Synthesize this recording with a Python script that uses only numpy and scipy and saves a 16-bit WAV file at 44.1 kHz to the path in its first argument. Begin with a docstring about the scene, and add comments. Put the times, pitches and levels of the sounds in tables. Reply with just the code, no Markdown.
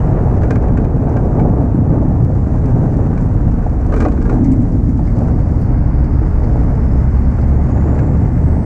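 """A four-wheel drive on a gravel road, heard from a closed housing under its rear axle.
The road shakes frame, tyres and floor panel; the tread crunches gravel and sprays sand.
Bumps knock the axle, flung stones ring the underbody steel, chips rattle a bracket.
Midway the floor booms once. Then the engine pulls harder: its exhaust note rises and a
faint turbo whistle climbs with it."""
import sys
import numpy as np
from scipy import signal
from scipy.fft import rfft, irfft, next_fast_len
from scipy.io import wavfile
from scipy.ndimage import uniform_filter1d, minimum_filter1d

SR = 44100
rng = np.random.default_rng(int(sys.argv[2]) if len(sys.argv) > 2 else 0)


def waveform_to_disk(signal):
    """Save audio, clipped to [-1, 1], as 16-bit WAV at the path in sys.argv[1]."""
    frames = np.transpose(np.atleast_2d(signal))
    scaled = np.clip(frames, -1, 1) * 32767
    samples = np.round(scaled).astype(np.int16)
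    wavfile.write(sys.argv[1], SR, samples)


N = 381465

# frame rumble, tyre boom, floor panel drone: (time [s], level [dB])
FRAME_LEVEL = [(0.0, -15), (0.7, -13), (1.0, -17), (1.2, -15), (2.0, -16), (2.3, -14.5), (3.1, -16.5),
               (3.5, -13), (3.6, -15), (4.0, -12.5), (4.7, -16), (5.3, -13.5), (5.6, -13), (5.8, -14),
               (6.3, -12.5), (6.6, -13.5), (7.1, -15.5), (7.7, -16), (8.65, -18.5)]
BOOM_LEVEL = [(0.0, -16), (1.3, -17.5), (1.45, -11), (1.7, -18), (1.9, -10.5), (2.0, -18.5), (2.2, -12),
              (2.5, -19.5), (2.75, -12), (2.85, -15), (3.45, -15.5), (3.8, -24.5), (4.45, -16.5),
              (6.45, -19.5), (6.55, -17), (7.05, -22.5), (7.6, -17.5), (8.15, -15), (8.65, -18.5)]
PANEL_LEVEL = [(0.0, -25), (1.15, -20.5), (1.3, -23), (1.4, -19), (2.05, -18.5), (2.25, -25), (2.9, -20.5),
               (3.8, -25), (4.0, -19), (4.3, -22.5), (4.42, -15.5), (4.9, -19.5), (5.1, -22), (6.0, -25),
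               (6.15, -20.5), (6.3, -32), (6.45, -22.5), (7.15, -26), (8.15, -22.5), (8.65, -23)]
# their spectra: (frequency [Hz], relative density [dB])
FRAME_SPECTRUM = [(10, -15), (22, -5), (32, 3.5), (47, 2.5), (62, 2.5), (80, 0.5), (100, -2), (120, -7.5),
                  (170, -35), (300, -54.5)]
BOOM_SPECTRUM = [(70, -19.5), (105, -1), (125, -0.5), (150, -3.5), (180, -6.5), (205, -14.5), (280, -28.5),
                 (450, -56.5)]
PANEL_SPECTRUM = [(120, -37.5), (185, -12), (225, 0), (255, -0.5), (305, -4), (345, -14.5), (420, -22),
                  (700, -47.5)]
# tread roar, gravel crunch, sand spray: (time [s], base level [dB])
TREAD_LEVEL = [(0, -24), (1.3, -25.5), (1.4, -21), (1.6, -23.5), (1.75, -29.5), (1.95, -24), (2.45, -30),
               (2.8, -25.5), (3.3, -30), (3.8, -31), (4.4, -29), (4.7, -31.5), (4.9, -35.5), (5.3, -29),
               (6.3, -32.5), (6.5, -27.5), (7.05, -31.5), (8.15, -28), (8.3, -30), (8.65, -28)]
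CRUNCH_LEVEL = [(0.0, -37), (0.7, -40), (0.9, -40.5), (1.1, -42), (2.4, -43), (2.8, -40), (3.8, -42),
                (4.4, -43.5), (4.9, -46), (5.2, -43), (6.7, -39.5), (6.9, -41.5), (7.9, -40), (8.65, -42.5)]
SAND_LEVEL = [(0.0, -60), (0.7, -64), (0.9, -63.5), (1.3, -62), (1.8, -65), (2.7, -60.5), (3.6, -62),
              (5.6, -61.5), (5.8, -66), (6.5, -61.5), (8.65, -61)]
# their spectra: (frequency [Hz], relative density [dB])
TREAD_SPECTRUM = [(230, -32.5), (340, 3.5), (430, 1), (500, -0.5), (620, -2), (740, -4.5), (900, -8.5),
                  (1050, -17.5), (1180, -18.5), (1400, -27.5), (2000, -37.5), (3200, -62)]
CRUNCH_SPECTRUM = [(500, -16), (900, 4.5), (1150, 3), (1450, -0.5), (1800, -5.5), (2150, -14),
                   (2380, -14.5), (2650, -18.5), (2950, -26), (3300, -30), (4500, -33)]
SAND_SPECTRUM = [(2400, -22.5), (3100, -9), (3700, -5.5), (4400, -3.5), (5100, -2.5), (5800, -1),
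                 (7200, -1), (8200, -6.5), (10000, -11.5), (11500, -18.5), (15000, -39.5)]
# engine speed and load: (time [s], firing rate [Hz], exhaust base level [dB])
ENGINE_RUN = [(0, 61.3, -32.5), (4.9, 57.65, -27.5), (5.7, 60.64, -20.5), (6.15, 64.2, -19.5),
              (6.45, 65.33, -20), (6.8, 64.66, -16.5), (7.1, 65.44, -15), (7.35, 67.18, -15),
              (7.7, 71.07, -16), (8.0, 72.9, -16.5), (8.65, 77.6, -15.5)]
# exhaust harmonics: (multiple of firing rate [-], gain [dB])
EXHAUST_HARMONICS = [(1, 3), (2, -6.5)]
# engine bay clatter: (frequency [Hz], relative density [dB])
CLATTER_SPECTRUM = [(450, -16), (700, 1), (900, 4.5), (1050, -10.5), (1400, -6.5), (1750, -7.5), (2130, -8),
                    (2450, -20), (3100, -33), (4500, -55)]
# loose gravel heaps: (start [s], length [s], roar and crunch lift [dB], spray lift [dB])
GRAVEL_HEAPS = [(0.13, 0.083, 2, -4), (0.427, 0.21, -1, 2), (1.05, 0.13, 3.5, -1), (3.84, 0.31, 4.5, 5),
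                (4.178, 0.1, -1, 2), (4.247, 0.19, 6, 4.5), (5.138, 0.17, 3.5, 3), (7.79, 0.28, 2.5, 0.5)]
# suspension knocks: (time [s], relative level [dB], centre pitch [Hz])
AXLE_KNOCKS = [(0.271, -12.5, 625), (0.359, -17, 600), (0.435, -11, 480), (0.509, -10.5, 445),
               (0.671, -19, 705), (0.783, -10.5, 426), (1.159, -8, 560), (1.246, -13, 465),
               (1.307, -22, 650), (1.456, -11.5, 747), (2.025, -11.5, 520), (2.116, -15, 615),
               (2.299, -12, 534), (2.364, -17.5, 570), (3.104, -14, 480), (3.663, -9.5, 764),
               (3.938, -8, 590), (4.028, -12, 443), (4.06, -5, 660), (4.295, -13, 500), (4.327, -7.5, 427),
               (4.991, -14, 910), (5.217, -11.5, 530), (6.215, -12.5, 403), (6.555, -11.5, 430),
               (7.768, -12.5, 660), (7.855, -11, 423), (7.927, -14.5, 600), (8.016, -15, 457.4),
               (8.567, -13.5, 600)]
# modes of axle and underbody steel: (frequency [Hz], gain [dB], t60 [s])
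AXLE_MODES = [(315.3, -3, 0.3), (444, -7, 0.068), (586, -4, 0.041), (746, 1, 0.017), (870, -4.5, 0.029)]
STEEL_MODES = [(444.4, 22, 0.18), (1083, 0.5, 0.097), (1186, 2, 0.083), (1427, -3.5, 0.12),
               (1510, -1, 0.066), (1590, -2.5, 0.1), (1830, -11.5, 0.059), (2180, -7.5, 0.11),
               (2370, -8, 0.13), (2630, -14, 0.069), (3000, -11.5, 0.055)]
# chips on a bracket: (time [s], relative tick level [dB], pitch [Hz], relative rattle level [dB])
CHIP_HITS = [(0.363, -49, 6000, -51), (0.62, -48, 6200, -48), (1.089, -49, 6000, -53),
             (1.119, -50, 6000, -56), (3.207, -46, 7000, -54), (4.442, -39.5, 6400, -37.5),
             (4.515, -38.5, 7700, -41), (4.615, -47, 7500, -56), (4.718, -49, 5000, -57),
             (4.888, -47, 6800, -47), (5.07, -50, 5000, -41), (5.613, -45, 4500, -52),
             (6.04, -48, 5000, -52), (6.433, -45, 4800, -48), (7.41, -47, 4500, -48)]
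# stones on the underbody: (time [s], relative clank level [dB], relative tick level [dB],
# pitch that colours the upper ring [Hz])
STONE_HITS = [(0.418, -27, -58, 1200), (0.433, -22, -54, 1590), (0.506, -15.5, -45, 1800),
              (0.555, -20.5, -52, 1450), (0.682, -27, -60, 1610), (0.772, -21.5, -52, 1790),
              (0.844, -29, -58, 2190), (1.166, -21, -54, 1280), (1.395, -25.5, -53, 2300),
              (3.176, -26.5, -54, 1350), (3.923, -20.5, -57, 1150), (3.938, -18.5, -51, 1200),
              (3.962, -21, -51, 1440), (3.974, -26, -51, 1500), (4.003, -17, -43.5, 1500),
              (4.02, -20, -47, 1200), (4.05, -15.5, -47.5, 1120), (4.083, -28, -55, 1200),
              (4.119, -29, -54, 1200), (4.175, -27.5, -65, 1200), (4.215, -27.5, -59, 1470),
              (4.253, -24, -57, 1500), (4.295, -21.5, -50, 1640), (4.323, -29, -59, 1200),
              (7.988, -24.5, -53, 2300)]
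# sand on the housing: (time [s], relative level [dB])
SAND_SPITS = [(3.331, -68), (3.93, -61), (5.27, -66), (5.6, -63), (8.0, -65)]
# chip, bracket, stone clank, stone tick, sand spit: (frequency [Hz], relative density [dB])
CHIP_SPECTRUM = [(1900, -10), (2300, 5), (2900, -4), (3600, -11), (4600, -0.5), (5900, -2.5), (6700, -4.5),
                 (7700, -3), (8700, -10.5), (10000, -20), (15000, -42.5)]
BRACKET_SPECTRUM = [(1200, -24), (1640, -6.5), (1880, -12.5), (2060, -2), (2130, 2), (2230, -5),
                    (2500, -18.5), (3200, -38)]
CLANK_SPECTRUM = [(250, -10.5), (450, 9), (800, 3), (1200, -2.5), (1700, -2), (2050, -4.5), (2400, -7),
                  (2750, -19.5), (3400, -30), (5000, -37.5)]
TICK_SPECTRUM = [(1800, -22), (3000, 1.5), (3500, -1), (4100, 4.5), (4900, 0.5), (5900, 3.5), (7400, 1),
                 (8400, -5), (10000, -24), (15000, -50.5)]
SPIT_SPECTRUM = [(7000, -3.5), (10000, 0.5), (15000, -2.5)]
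# turbo boost: (time [s], pitch [Hz], whistle level [dB], intake hiss level [dB])
TURBO_RUN = [(0, 4300, -92.5, -80), (4.7, 4450, -90.5, -78.5), (5.1, 4550, -85, -66),
             (5.75, 4850, -80, -65.5), (6.0, 4980, -70, -65), (6.7, 5080, -71, -67.5),
             (6.92, 5150, -63, -68), (7.15, 5352, -72, -66.5), (7.35, 5900, -85.5, -65),
             (7.5, 6400, -72, -70), (7.7, 6720, -62, -68), (8.0, 7280, -63, -70), (8.2, 7560, -71, -74),
             (8.4, 7830, -68, -69), (8.65, 8170, -64, -66)]
# intake hiss: (frequency [Hz], relative density [dB])
INTAKE_SPECTRUM = [(4000, -21.5), (4380, 1.5), (4800, -2.5), (5100, 1), (5600, -5), (6300, -17)]
# housing resonances: (frequency [Hz], width [Hz], lift [dB])
HOUSING_MODES = [(430, 23, 2), (729, 12, 3.5), (1137, 34, 1.5), (1600, 90, 0.5), (2030, 43, 1.5),
                 (2370, 33, 2), (2930, 94, 4), (4400, 150, 0.5), (5800, 100, 1), (6100, 130, 2.5)]


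def from_db(db):
    """Decibels to gain."""
    return 10 ** (np.asarray(db) / 20)


def unit_rms(x):
    """Scale to unit rms."""
    return x / np.sqrt(np.mean(x ** 2) + 1e-20)


def curves(rows):
    """Each column after time, interpolated per sample."""
    times_s, *columns = np.transpose(rows)
    return [np.interp(np.arange(N) / SR, times_s, column) for column in columns]


def drift(rate_hz):
    """Random wander, unit rms."""
    size = next_fast_len(N)
    hz = np.arange(size // 2 + 1) * SR / size
    spectrum = rfft(rng.standard_normal(size)) / (1 + (hz / rate_hz) ** 2)
    return unit_rms(irfft(spectrum, size)[:N])


def wavering(pitch_hz, width_hz):
    """Narrow noise band around a pitch."""
    phase = 2 * np.pi * np.cumsum(pitch_hz) / SR
    return drift(width_hz) * np.sin(phase) + drift(width_hz) * np.cos(phase)


def colour(x, spectrum, size=8192):
    """Minimum-phase filter with the given spectrum; white noise keeps its level."""
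    hz, db = np.transpose(spectrum)
    log_hz = np.log(np.maximum(np.arange(size // 2 + 1) * SR / size, 1))
    outside = np.abs(log_hz - np.clip(log_hz, np.log(hz[0]), np.log(hz[-1])))
    gain = from_db(np.interp(log_hz, np.log(hz), db) - 40 * outside)
    cepstrum = irfft(np.log(gain))
    cepstrum[1:size // 2] *= 2
    cepstrum[size // 2 + 1:] = 0
    response = irfft(np.exp(rfft(cepstrum)))
    padded = np.concatenate([x[-size:], x])
    return signal.fftconvolve(padded, response / np.linalg.norm(response))[size:size + N]


def lowpass(x, cut_hz, order=2):
    """Butterworth low-pass."""
    return signal.sosfilt(signal.butter(order, cut_hz, fs=SR, output="sos"), x)


def emphasise(x, hz, width_hz, lift_db):
    """Lift one resonance."""
    radius = np.exp(-np.pi * width_hz / SR)
    poles = [1, -2 * radius * np.cos(2 * np.pi * hz / SR), radius ** 2]
    band = (1 - radius ** 2) / 2 * signal.lfilter([1, 0, -1], poles, x)
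    return x + (from_db(lift_db) - 1) * band


def grains(per_s, spread_db):
    """Random pebble contacts, mostly small, a few big."""
    sizes = from_db(spread_db * np.minimum(rng.exponential(1, N), 4.5))
    signs = rng.choice([-1, 1], N)
    contacts = rng.random(N) < per_s / SR
    return unit_rms(sizes * signs * contacts)


def evened(x, settle_hz, amount):
    """Level the swings of a rumble so it sounds steady and compressed."""
    envelope = np.abs(signal.hilbert(x, next_fast_len(N))[:N])
    power = uniform_filter1d(envelope ** 2, int(SR / settle_hz))
    return unit_rms(x / power ** (amount / 2))


def strike(times_s, levels_db, centres_hz, modes, spread_db, focus_db_per_octave, detune=0):
    """Each blow rings all modes at scattered strengths, attenuated away from its centre pitch."""
    hz, mode_db, t60_s = np.transpose(modes)
    age_s = np.arange(SR // 3) / SR
    decays = np.exp(-np.log(1000) * np.outer(1 / t60_s, age_s))
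    signs = (-1) ** np.arange(len(modes))
    out = np.zeros(N + len(age_s))
    for start_s, blow_db, centre_hz in zip(times_s, levels_db, centres_hz):
        strength, shift = rng.standard_normal((2, len(modes)))
        off_centre_db = focus_db_per_octave * np.abs(np.log2(hz / centre_hz))
        gains = signs * from_db(blow_db + mode_db - off_centre_db + spread_db * strength)
        rings = np.sin(2 * np.pi * np.outer(hz * (1 + detune * shift), age_s)) * decays
        out[int(start_s * SR):][:len(age_s)] += gains @ rings
    return out[:N]


def bursts(times_s, levels_db, t60_s, rise_hz):
    """Each impact sets off dense, fast-dying vibration."""
    impacts = np.zeros(N)
    np.add.at(impacts, (times_s * SR).astype(int), from_db(levels_db) ** 2)
    decay = np.exp(-2 * np.log(1000) / (t60_s * SR))
    power = signal.lfilter([1], [1, -decay], impacts + 1e-18)
    envelope = np.sqrt(np.abs(lowpass(power, rise_hz, order=1)))
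    return envelope * rng.standard_normal(N)


def chassis(cavity_hz=178.3):
    """The road shakes frame, tyres, the air cavity inside them and the floor panel."""
    frame_db, = curves(FRAME_LEVEL)
    boom_db, = curves(BOOM_LEVEL)
    tread_db, = curves(TREAD_LEVEL)
    panel_db, = curves(PANEL_LEVEL)
    frame = evened(colour(rng.standard_normal(N), FRAME_SPECTRUM), settle_hz=21.5, amount=0.78)
    boom = evened(colour(rng.standard_normal(N), BOOM_SPECTRUM), settle_hz=7.6, amount=0.7)
    cavity = from_db(tread_db - 1.5) * wavering(np.full(N, cavity_hz), width_hz=48)
    contacts = grains(per_s=1500, spread_db=2.12)
    panel = evened(colour(contacts, PANEL_SPECTRUM), settle_hz=5.2, amount=0.32)
    return from_db(frame_db) * frame + from_db(boom_db) * boom + cavity + from_db(panel_db) * panel


def tyres():
    """The tread thuds over pebbles, grinds them and sprays sand and grit, in clumps."""
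    tread_db, = curves(TREAD_LEVEL)
    crunch_db, = curves(CRUNCH_LEVEL)
    sand_db, = curves(SAND_LEVEL)
    patches = drift(rate_hz=27)
    pebbles = grains(per_s=2800, spread_db=2.5) * from_db(0.84 * patches)
    gravel = grains(per_s=6000, spread_db=2.5) * from_db(1.2 * patches)
    fine_spray = grains(per_s=14000, spread_db=1.6) * from_db(0.77 * patches)
    coarse_spray = grains(per_s=820, spread_db=4.2) * from_db(5.7 * drift(rate_hz=40))
    tread = from_db(tread_db) * unit_rms(colour(pebbles, TREAD_SPECTRUM))
    crunch = from_db(crunch_db) * unit_rms(colour(gravel, CRUNCH_SPECTRUM))
    sand = from_db(sand_db) * unit_rms(colour(fine_spray, SAND_SPECTRUM))
    grit = from_db(sand_db - 6) * unit_rms(colour(coarse_spray, CHIP_SPECTRUM))
    roar_lift_db, spray_lift_db = heaps()
    return from_db(roar_lift_db) * (tread + crunch) + from_db(spray_lift_db) * (sand + grit)


def engine():
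    """The exhaust hums at the firing rate; each firing rattles the engine bay."""
    firing_hz, exhaust_db = curves(ENGINE_RUN)
    phase = 2 * np.pi * np.cumsum(firing_hz * (1 + 0.005 * drift(rate_hz=6))) / SR
    note = sum(from_db(db) * np.sin(multiple * phase) for multiple, db in EXHAUST_HARMONICS)
    exhaust = from_db(exhaust_db + 2 * drift(rate_hz=9.4)) * note
    clatter = colour(rng.standard_normal(N) * (1 + 0.3 * np.sin(phase)), CLATTER_SPECTRUM)
    return exhaust + from_db(0.74 * exhaust_db - 30.5) * clatter


def pipe_drone(resonance_hz=198.1):
    """The exhaust pipe resonates, louder under load."""
    _, exhaust_db = curves(ENGINE_RUN)
    return from_db(exhaust_db - 11.5) * wavering(np.full(N, resonance_hz), width_hz=38)


def heaps(ramp_share=0.87):
    """Ploughing through gravel heaps lifts tyre roar and spray: swell, hold, fade."""
    roar_db, spray_db = np.zeros((2, N))
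    for start_s, length_s, roar_lift_db, spray_lift_db in GRAVEL_HEAPS:
        progress = (np.arange(N) / SR - start_s) / length_s
        swell = np.clip(2 * np.minimum(progress, 1 - progress) / ramp_share, 0, 1)
        roar_db += roar_lift_db * swell
        spray_db += spray_lift_db * swell
    return roar_db, spray_db


def suspension():
    """Bumps knock the axle against its rubber bushes: short, dull, pitched blows."""
    times_s, levels_db, centres_hz = np.transpose(AXLE_KNOCKS)
    blows = strike(times_s, levels_db, centres_hz, AXLE_MODES, spread_db=-1, focus_db_per_octave=13.5)
    return lowpass(blows, cut_hz=1200, order=4)


def chips(rise_s=0.002, t60_s=0.11):
    """Each chip ticks at its own pitch; the bracket it hits rattles faintly."""
    times_s, ticks_db, pitches_hz, rattles_db = np.transpose(CHIP_HITS)
    age_s = np.arange(SR // 5) / SR
    envelope = np.minimum(age_s / rise_s, 1) * np.exp(-np.log(1000) * age_s / t60_s)
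    ticks = np.zeros(N + len(age_s))
    for start_s, tick_db, pitch_hz in zip(times_s, ticks_db, pitches_hz):
        burst = from_db(tick_db - 10.5) * envelope * rng.standard_normal(len(age_s))
        ticks[int(start_s * SR):][:len(age_s)] += emphasise(burst, pitch_hz, width_hz=1200, lift_db=10)
    rattle = bursts(times_s, rattles_db - 6, t60_s=0.21, rise_hz=100)
    return colour(ticks[:N], CHIP_SPECTRUM) + colour(rattle, BRACKET_SPECTRUM)


def stones():
    """Flung stones crack on the steel; where each lands colours the upper ring."""
    times_s, clanks_db, ticks_db, centres_hz = np.transpose(STONE_HITS)
    clank = bursts(times_s, clanks_db - 7, t60_s=0.065, rise_hz=600)
    tick = bursts(times_s, ticks_db + 5, t60_s=0.059, rise_hz=400) * grains(per_s=9000, spread_db=2.4)
    ring = strike(times_s, clanks_db - 9.5, centres_hz, STEEL_MODES,
                  spread_db=2.5, focus_db_per_octave=9.5, detune=0.035)
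    return colour(clank, CLANK_SPECTRUM) + colour(tick, TICK_SPECTRUM) + lowpass(ring, cut_hz=3000)


def sand_spits():
    """Pinches of sand hit the housing: short, bright crackle."""
    times_s, levels_db = np.transpose(SAND_SPITS)
    spits = bursts(times_s, levels_db, t60_s=0.22, rise_hz=30)
    return colour(spits * grains(per_s=1200, spread_db=3), SPIT_SPECTRUM)


def floor_boom(start_s=4.34, rise_s=0.14, hold_s=0.06, level_db=-12.5, fall_db_per_s=198):
    """The big bump sets the floor booming: swell, hold, quick fall, pitch bending up."""
    start_hz, bend_hz_per_s = 236, 126
    age_s = np.maximum(np.arange(N) / SR - start_s, 0)
    fall_db = fall_db_per_s * np.maximum(age_s - rise_s - hold_s, 0)
    envelope = np.minimum(age_s / rise_s, 1) * from_db(level_db - fall_db)
    tone = wavering(start_hz + bend_hz_per_s * age_s, width_hz=12)
    return envelope * evened(tone, settle_hz=22, amount=0.79)


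def turbo():
    """The intake hisses under load; an unsteady whistle climbs with the boost."""
    pitch_hz, whistle_db, hiss_db = curves(TURBO_RUN)
    whistle_gain = from_db(whistle_db + 1.2 * drift(rate_hz=16))
    whistle = wavering(pitch_hz * (1 + 0.004 * drift(rate_hz=16)), width_hz=160)
    hiss = colour(rng.standard_normal(N), INTAKE_SPECTRUM)
    return whistle_gain * whistle + from_db(hiss_db) * hiss


def housing(x):
    """The closed case around the microphone rings faintly."""
    for hz, width_hz, lift_db in HOUSING_MODES:
        x = emphasise(x, hz, width_hz, lift_db)
    return x


def scene():
    """Road and engine sounds through the housing, mono."""
    road = chassis() + floor_boom() + tyres() + stones() + chips() + sand_spits() + suspension()
    return housing(road + engine() + turbo() + pipe_drone())[None]


def record(dry):
    """Look-ahead limiter, end fades, treble cut."""
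    ceiling_db, release_db_per_s, window_samples, fade_s = -1.3, 70, 221, 0.004
    over_db = np.maximum(20 * np.log10(np.abs(dry[0]) + 1e-9) - ceiling_db, 0)
    release_db = release_db_per_s * np.arange(N) / SR
    gain_db = release_db - np.maximum.accumulate(over_db + release_db)
    gain_db = uniform_filter1d(minimum_filter1d(gain_db, window_samples), window_samples)
    fades = signal.windows.tukey(N, 2 * fade_s * SR / N)
    return lowpass(dry * from_db(gain_db) * fades, cut_hz=15700, order=14)


dry = scene()
out = record(dry)
waveform_to_disk(out)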